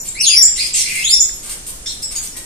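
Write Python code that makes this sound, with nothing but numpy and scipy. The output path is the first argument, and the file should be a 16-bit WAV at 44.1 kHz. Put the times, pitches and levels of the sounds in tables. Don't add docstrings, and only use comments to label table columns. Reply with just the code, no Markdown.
import sys
import numpy as np
from scipy import signal
from scipy.fft import rfft, irfft
from scipy.io import wavfile
from scipy.ndimage import uniform_filter1d

SR = 44100
rng = np.random.default_rng(int(sys.argv[2]) if len(sys.argv) > 2 else 0)


def generate_wav(signal):
    frames = np.transpose(np.atleast_2d(signal))
    scaled = np.clip(frames, -1, 1) * 32767
    pcm = np.round(scaled).astype(np.int16)
    wavfile.write(sys.argv[1], SR, pcm)


def natural_amplitude(level_db):
    exponent = np.asarray(level_db, float) / 20
    return 10 ** exponent


N = 108045


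def evened(x):
    return x / np.sqrt(np.mean(x ** 2) + 1e-20)


def read(points, hz):
    f, value = np.transpose(points)
    return np.interp(np.log(hz + 1), np.log(f + 1), value)


def add(mix, start_s, sound):
    part = mix[..., round(max(start_s, 0) * SR):][..., :sound.shape[-1]]
    part += sound[..., :part.shape[-1]]


def edged(t, edge_s):
    return np.clip(np.minimum(t - t[0], t[-1] - t) / edge_s, 0, 1)


def coloured(count, gain):
    spectrum = rfft(rng.standard_normal(count))
    return evened(irfft(spectrum * gain(np.fft.rfftfreq(count, 1 / SR)), count))


def resonance(centre_hz, half_width_hz):
    return coloured(8192, lambda f: 1 / (1 + ((f - centre_hz) / half_width_hz) ** 2))


# f/Hz, level/dB
AIR_SPECTRUM = [(20, -1.5), (46, -1.5), (75, -13), (350, -17), (900, -25), (4000, -25), (9000, -14.5),
                (10500, -26.5), (15000, -44)]
# f/Hz, likeness/-1 to 1
AIR_LIKENESS = [(60, 0.98), (380, 0.88), (2380, -0.42), (15000, -0.061)]
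AIR_DB = -33.5
HUM_HZ, HUM_DB = 127.6, -51.5


def air():
    hz = np.fft.rfftfreq(N, 1 / SR)
    left, other = rfft(rng.standard_normal((2, N)))
    same = np.clip(read(AIR_LIKENESS, hz), -1, 1)
    right = same * left + np.sqrt(1 - same ** 2) * other
    hiss = evened(irfft(np.array([left, right]) * natural_amplitude(read(AIR_SPECTRUM, hz)), N))
    hum = natural_amplitude(HUM_DB) * np.sin(2 * np.pi * HUM_HZ * np.arange(N) / SR)
    return hum + natural_amplitude(AIR_DB) * hiss


# f/Hz, t60/s
ROOM_DECAY = [(1000, 0.49), (3000, 0.6), (7000, .42), (14000, 0.45)]
EARLY_DB, EARLY_T60_S = -2.5, 0.11


def room(x):
    taps = np.zeros((2, SR // 2))
    at = np.arange(60, SR // 2 - 10, 10) + rng.integers(0, 10, (2, (SR // 2 - 61) // 10))
    np.put_along_axis(taps, at, rng.choice([-1., 1.], at.shape), 1)
    hz, t, z = signal.stft(taps, SR, nperseg=256)
    late = natural_amplitude(-60 * t / read(ROOM_DECAY, hz)[:, None])
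    early = natural_amplitude(EARLY_DB - 60 * t / EARLY_T60_S)
    tail = signal.istft(z * (late + early), SR, nperseg=256)[1]
    return signal.fftconvolve(x, tail / np.linalg.norm(tail[0]), axes=1)[:, :N]


# start t/s, length t/s, level/dB
RUSTLES = [
    (1.444, 0.13, -44.5),
    (2.111, 0.14, -46.5),
]


def rustle(start, length, db):
    t = np.arange(0, length, 1 / SR)
    hiss = resonance(1500, 700)
    return start, hiss[:len(t)] * natural_amplitude(db) * edged(t, 0.0024)


# start t/s, f/Hz, t60/s, level/dB
BEAK_TICKS = [
    (1.294, 1800, 0.0048, -11),
    (2.274, 6000, 0.0052, -8.5),
    (2.8, 7400, .003, -13),
    (2.274, 9000, .003, -20),
    (2.274, 3600, .004, -25),
    (1.862, 2150, 0.0067, -21),
]


def tick(start, hz, t60, db):
    t = np.arange(600) / SR
    rise = np.minimum(t * hz / 3, 1)
    return start, natural_amplitude(db - 60 * t / t60) * rise * np.sin(2 * np.pi * hz * t)


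RASP_STARTS = [.049, .56, .741, .88, .952, 1.428, 1.494, 1.665, 1.857, 2.021, 2.111, 2.15, 2.227, 2.366]
# length t/s, level/dB, wide hiss level/dB
RASPS = [(0.043, -30.5, -2), (0.12, -26, 2.5), (0.082, -19, 1.5), (0.17, -28.5, 1.5), (0.011, -19, -5.5),
         (0.082, -31, -3.5), (0.032, -24.5, -3.5), (0.037, -26.5, -8), (0.081, -35.5, -3),
         (0.013, -24, -6.5), (0.0173, -25.5, -2.5), (0.036, -26.5, -2.5), (0.037, -27.5, -5),
         (0.0095, -25, -3)]
RASP_TOP_DB = [-4.5, -30, -32, -6, -18, -8, -7, -3, -4.5, -6, -11, -5, -5, -4]
# f/Hz, level/dB
BREATH_SPECTRUM = [(600, -57), (1500, -59), (1850, -6), (2150, -0.5), (6500, 3.5), (10000, 1.5),
                   (12500, -9), (15500, -24)]
GAPE_HZ, GAPE_WIDTH_HZ = 8480, 2000
TOP_HZ, TOP_WIDTH_HZ = 11850, 7500
GRIT, SAG_DB = 0.11, -1
PUFF_DB, PUFF_S = 3, 0.0059


def rasp(start, length, db, wide_db, top_db):
    gape = resonance(GAPE_HZ, GAPE_WIDTH_HZ / 2)
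    top = resonance(TOP_HZ, TOP_WIDTH_HZ / 2)
    wide = coloured(8192, lambda f: natural_amplitude(read(BREATH_SPECTRUM, f)))
    grit = 1 + GRIT * evened(uniform_filter1d(rng.standard_normal(8192), size=80))
    hiss = (gape + natural_amplitude(wide_db) * wide + natural_amplitude(top_db) * top) * grit
    t = np.arange(0, length, 1 / SR)
    level = natural_amplitude(db + SAG_DB * t / length + PUFF_DB * np.exp(-t / PUFF_S))
    return start, hiss[:len(t)] * level * edged(t, 0.00053)


# start t/s, length t/s, from f/Hz, to f/Hz
CHEEPS = [(0, .01, 7200, 7050), (0, .01, 5850, 5900), (.076, .03, 7350, 7450), (1.888, .03, 3900, 4250),
          (2.028, .03, 7800, 7650), (2.022, .035, 4950, 5450), (2.153, .035, 6900, 6750),
          (2.153, .03, 4800, 4780), (2.214, .012, 8200, 8000), (2.32, .03, 5200, 5600),
          (2.345, .05, 1830, 1920), (0, .09, 11720, 11750), (1.858, .03, 5300, 5650),
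          (1.675, .09, 1040, 1050), (2.35, .05, 1050, 1040), (2.35, .06, 340, 330), (0, .04, 13000, 13050),
          (.14, .04, 10800, 10850), (1.862, .03, 4400, 3800), (1.33, .04, 11300, 11500)]
CHEEP_DB = [-33, -40.5, -31.5, -40, -31.5, -34.5, -29, -39.5, -38.5, -49.5, -52, -55, -36.5, -59.5, -59.5,
            -54, -49, -47.5, -46.5, -47.5]
CHEEP_OCTAVE_DB, CHEEP_ROUGH = -36, 0.54


def cheep(start, length, from_hz, to_hz, db):
    curve = []
    for when, glide, swell_db in [(0, 0.05, 3.5), (.25, 0.568, 14), (1, 1, 2.5)]:
        hz = from_hz + glide * (to_hz - from_hz)
        curve.append((start + when * length, hz, db + swell_db, CHEEP_OCTAVE_DB))
    return whistle((-60, -60, CHEEP_ROUGH, 0), curve)


# t/s, f/Hz, level/dB, octave level/dB over the fundamental
LONG_CALLS = [
    ((-12, -23, .3, 2), [(.15, 1980, -35.5, 1.5), (.187, 2476, -23, -15), (.196, 2576, -22, 3), (.202, 2637, -30.5, 13.5), (.212, 2790, -22, 16), (.24, 3010, -38, -20), (.262, 3242, -29, 20), (.275, 3410, -24, 18), (.29, 3450, -17, 0)]),
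    ((-20, -20, .5, -0.5), [(.206, 6354, -14, -43), (.216, 5800, -26.5, 1), (.23, 4685, -16, 0.5), (.26, 3630, -16.5, -13), (.30, 2732, -20.5, -26), (.35, 2241, -27.5, 2), (.42, 1842, -36, -4), (.47, 1697, -41.5, 4)]),
    ((-30, -40, 0.37, 2), [(.288, 4534, -25, 11), (.30, 4840, -9, -13), (.345, 4967, -13, -6.5), (.362, 5296, -11.5, -6.5), (.38, 5515, -3, -18), (.41, 5770, -17, -5.5)]),
    ((-50, -60, 0.56, -0.7), [(.422, 8190, -22, -35), (.428, 6930, 3.5, -48), (.44, 7330, -18.5, -44), (.462, 7524, -4, -44)]),
              ((-14, -25, .6, 0), [(.578, 2010, -31, 3), (.592, 2099, -29, 11), (.601, 2438, -25.5, 8.5), (.64, 2456, -30.5, 5.5), (.66, 2480, -43, 22)]),
    ((-39, -56, .6, -2), [(.735, 7700, -10, -28), (.75, 7550, -14.5, -46), (.765, 6600, -17.5, -38), (.81, 5450, -19.5, -21), (.835, 5170, -27, -27)]),
    ((-24, -20, .4, -2), [(.745, 2115, -52, -8), (.86, 2081, -31, -3), (.95, 2057, -29.5, -32), (1.0, 2155, -22, -6.5)]),
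              ((-20, -30, .7, 1.5), [(.86, 2350, -26.5, 0.5), (.90, 2515, -23.5, -20), (.94, 2330, -33, -33), (.97, 2450, -24, -30), (.995, 2506, -35, -20)]),
    ((-14.5, -13.5, .2, 1.5), [(.99, 2480, -24, -1), (1.0, 2547, -20.5, -4.5), (1.025, 2700, -30, -3), (1.045, 3263, -19, -18), (1.095, 4334, -20.5, 2), (1.112, 5080, -15, -9.5), (1.13, 5290, -5.5, -9.5), (1.15, 5730, -6.5, -46)]),
    ((-14, -27, .12, 0), [(1.033, 3104, -40, -1), (1.05, 3401, -29.5, 24), (1.08, 3568, -22, -13), (1.11, 3607, -25.5, 21.5), (1.16, 3535, -32.5, -1)]),
    ((-48, -68, 0.63, -2), [(1.2, 7870, -12, -39), (1.206, 6805, 1, -32), (1.213, 6900, -11.5, -11.5), (1.232, 7850, -16.5, -61)]),
    ((0, 0, 1.1, -0.2), [(1.859, 1690, -38.5, 7.5), (1.872, 1844, -55.5, 24), (1.915, 1873, -65, 26.5)]),
]
WOBBLE, WOBBLE_TOP_HZ = .035, 5000
EDGE_S = 0.0009


def whistle(voice, curve):
    third_db, fourth_db, rough, pan_db = voice
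    s, hz, db, octave_db = np.transpose(curve)
    t = np.arange(s[0], max(s[-1], s[0] + .004), 1 / SR)
    drift = signal.oaconvolve(rng.standard_normal((N // 4, 2)), np.hanning(110)[:, None], "same")
    wobble, flutter = drift[:len(t)].T / 6.4
    pitch = uniform_filter1d(np.interp(t, s, hz), size=200, mode="nearest")
    pitch = pitch + np.minimum(pitch, WOBBLE_TOP_HZ) * WOBBLE * rough * wobble
    phase = 2 * np.pi * np.cumsum(pitch) / SR
    octave = np.interp(t, s, octave_db)
    tone = np.zeros(len(t))
    for k, partial_db in enumerate([0, octave, octave + third_db, octave + fourth_db], start=1):
        audible = pitch * k < 17000
        tone += natural_amplitude(partial_db) * audible * np.sin(k * phase)
    level = np.sqrt(2) * natural_amplitude(np.interp(t, s, db)) * (1 + rough * flutter)
    pan = natural_amplitude(np.array([[.5], [-.5]]) * pan_db)
    return s[0], tone * level * edged(t, EDGE_S) * pan


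DIRECT_DB, TICK_ROOM_DB = -6, -5.5


def scene():
    birds, ticks = np.zeros((2, 2, N))
    for call in LONG_CALLS:
        add(birds, *whistle(*call))
    for row, db in zip(CHEEPS, CHEEP_DB):
        add(birds, *cheep(*row, db))
    for start, row, top_db in zip(RASP_STARTS, RASPS, RASP_TOP_DB):
        add(birds, *rasp(start, *row, top_db))
    for row in RUSTLES:
        add(birds, *rustle(*row))
    for row in BEAK_TICKS:
        add(ticks, *tick(*row))
    direct = np.array([birds[0], np.roll(birds[1], 1)])
    return natural_amplitude(DIRECT_DB) * direct + ticks + room(birds + natural_amplitude(TICK_ROOM_DB) * ticks) + air()


# f/Hz, level/dB under the loudest
MASK_DEPTH = [(2400, 29), (3000, 25), (4300, 25), (5000, 27), (10000, 25), (12000, 22), (15000, 22)]
MASK_FROM_HZ, MASK_DB_PER_BAND, MASK_CHANCE_DB = 2400, .15, 6
STARVED_FROM_HZ, STARVED_TO_HZ, STARVED_SIGMA = 2700, 4600, 1.4


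def masked(x):
    hz, t, z = signal.stft(x, SR, nperseg=2048)
    band = np.arange(128)
    band_hz = hz[:1024:8]
    power = (abs(z[:, :1024]) ** 2).reshape(2, 128, 8, -1).mean((0, 2))
    db = 10 * np.log10(power + 1e-14)
    high = (band_hz > MASK_FROM_HZ)[:, None]
    slope = MASK_DB_PER_BAND * abs(band[:, None] - band)[..., None]
    spread = (np.where(high, db, -99)[None] - slope).max(1)
    chance = evened(uniform_filter1d(rng.standard_normal(db.shape), size=3, axis=1))
    middle = ((band_hz > STARVED_FROM_HZ) & (band_hz < STARVED_TO_HZ))[:, None]
    starved = middle & (chance > STARVED_SIGMA) & (db < spread - MASK_CHANCE_DB * 2)
    heard = db > spread - read(MASK_DEPTH, band_hz)[:, None] + MASK_CHANCE_DB * chance
    keep = np.repeat(~high | (heard & ~starved), 8, axis=0)
    keep = np.vstack([keep, keep[-1:]])
    return signal.istft(z * keep, SR, nperseg=2048)[1][:, :N]


def low_pass(x):
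    return signal.sosfilt(signal.butter(12, 15640, fs=SR, output="sos"), x)


DRIVE_DB, EDGE_HZ = -0.97, 14450


def record(dry):
    dull = signal.oaconvolve(dry, signal.firwin(255, EDGE_HZ, fs=SR)[None], "same")
    mix = np.clip(masked(dull) * natural_amplitude(DRIVE_DB), -1, 1)
    return low_pass(mix)


dry = scene()
out = record(dry)
generate_wav(out)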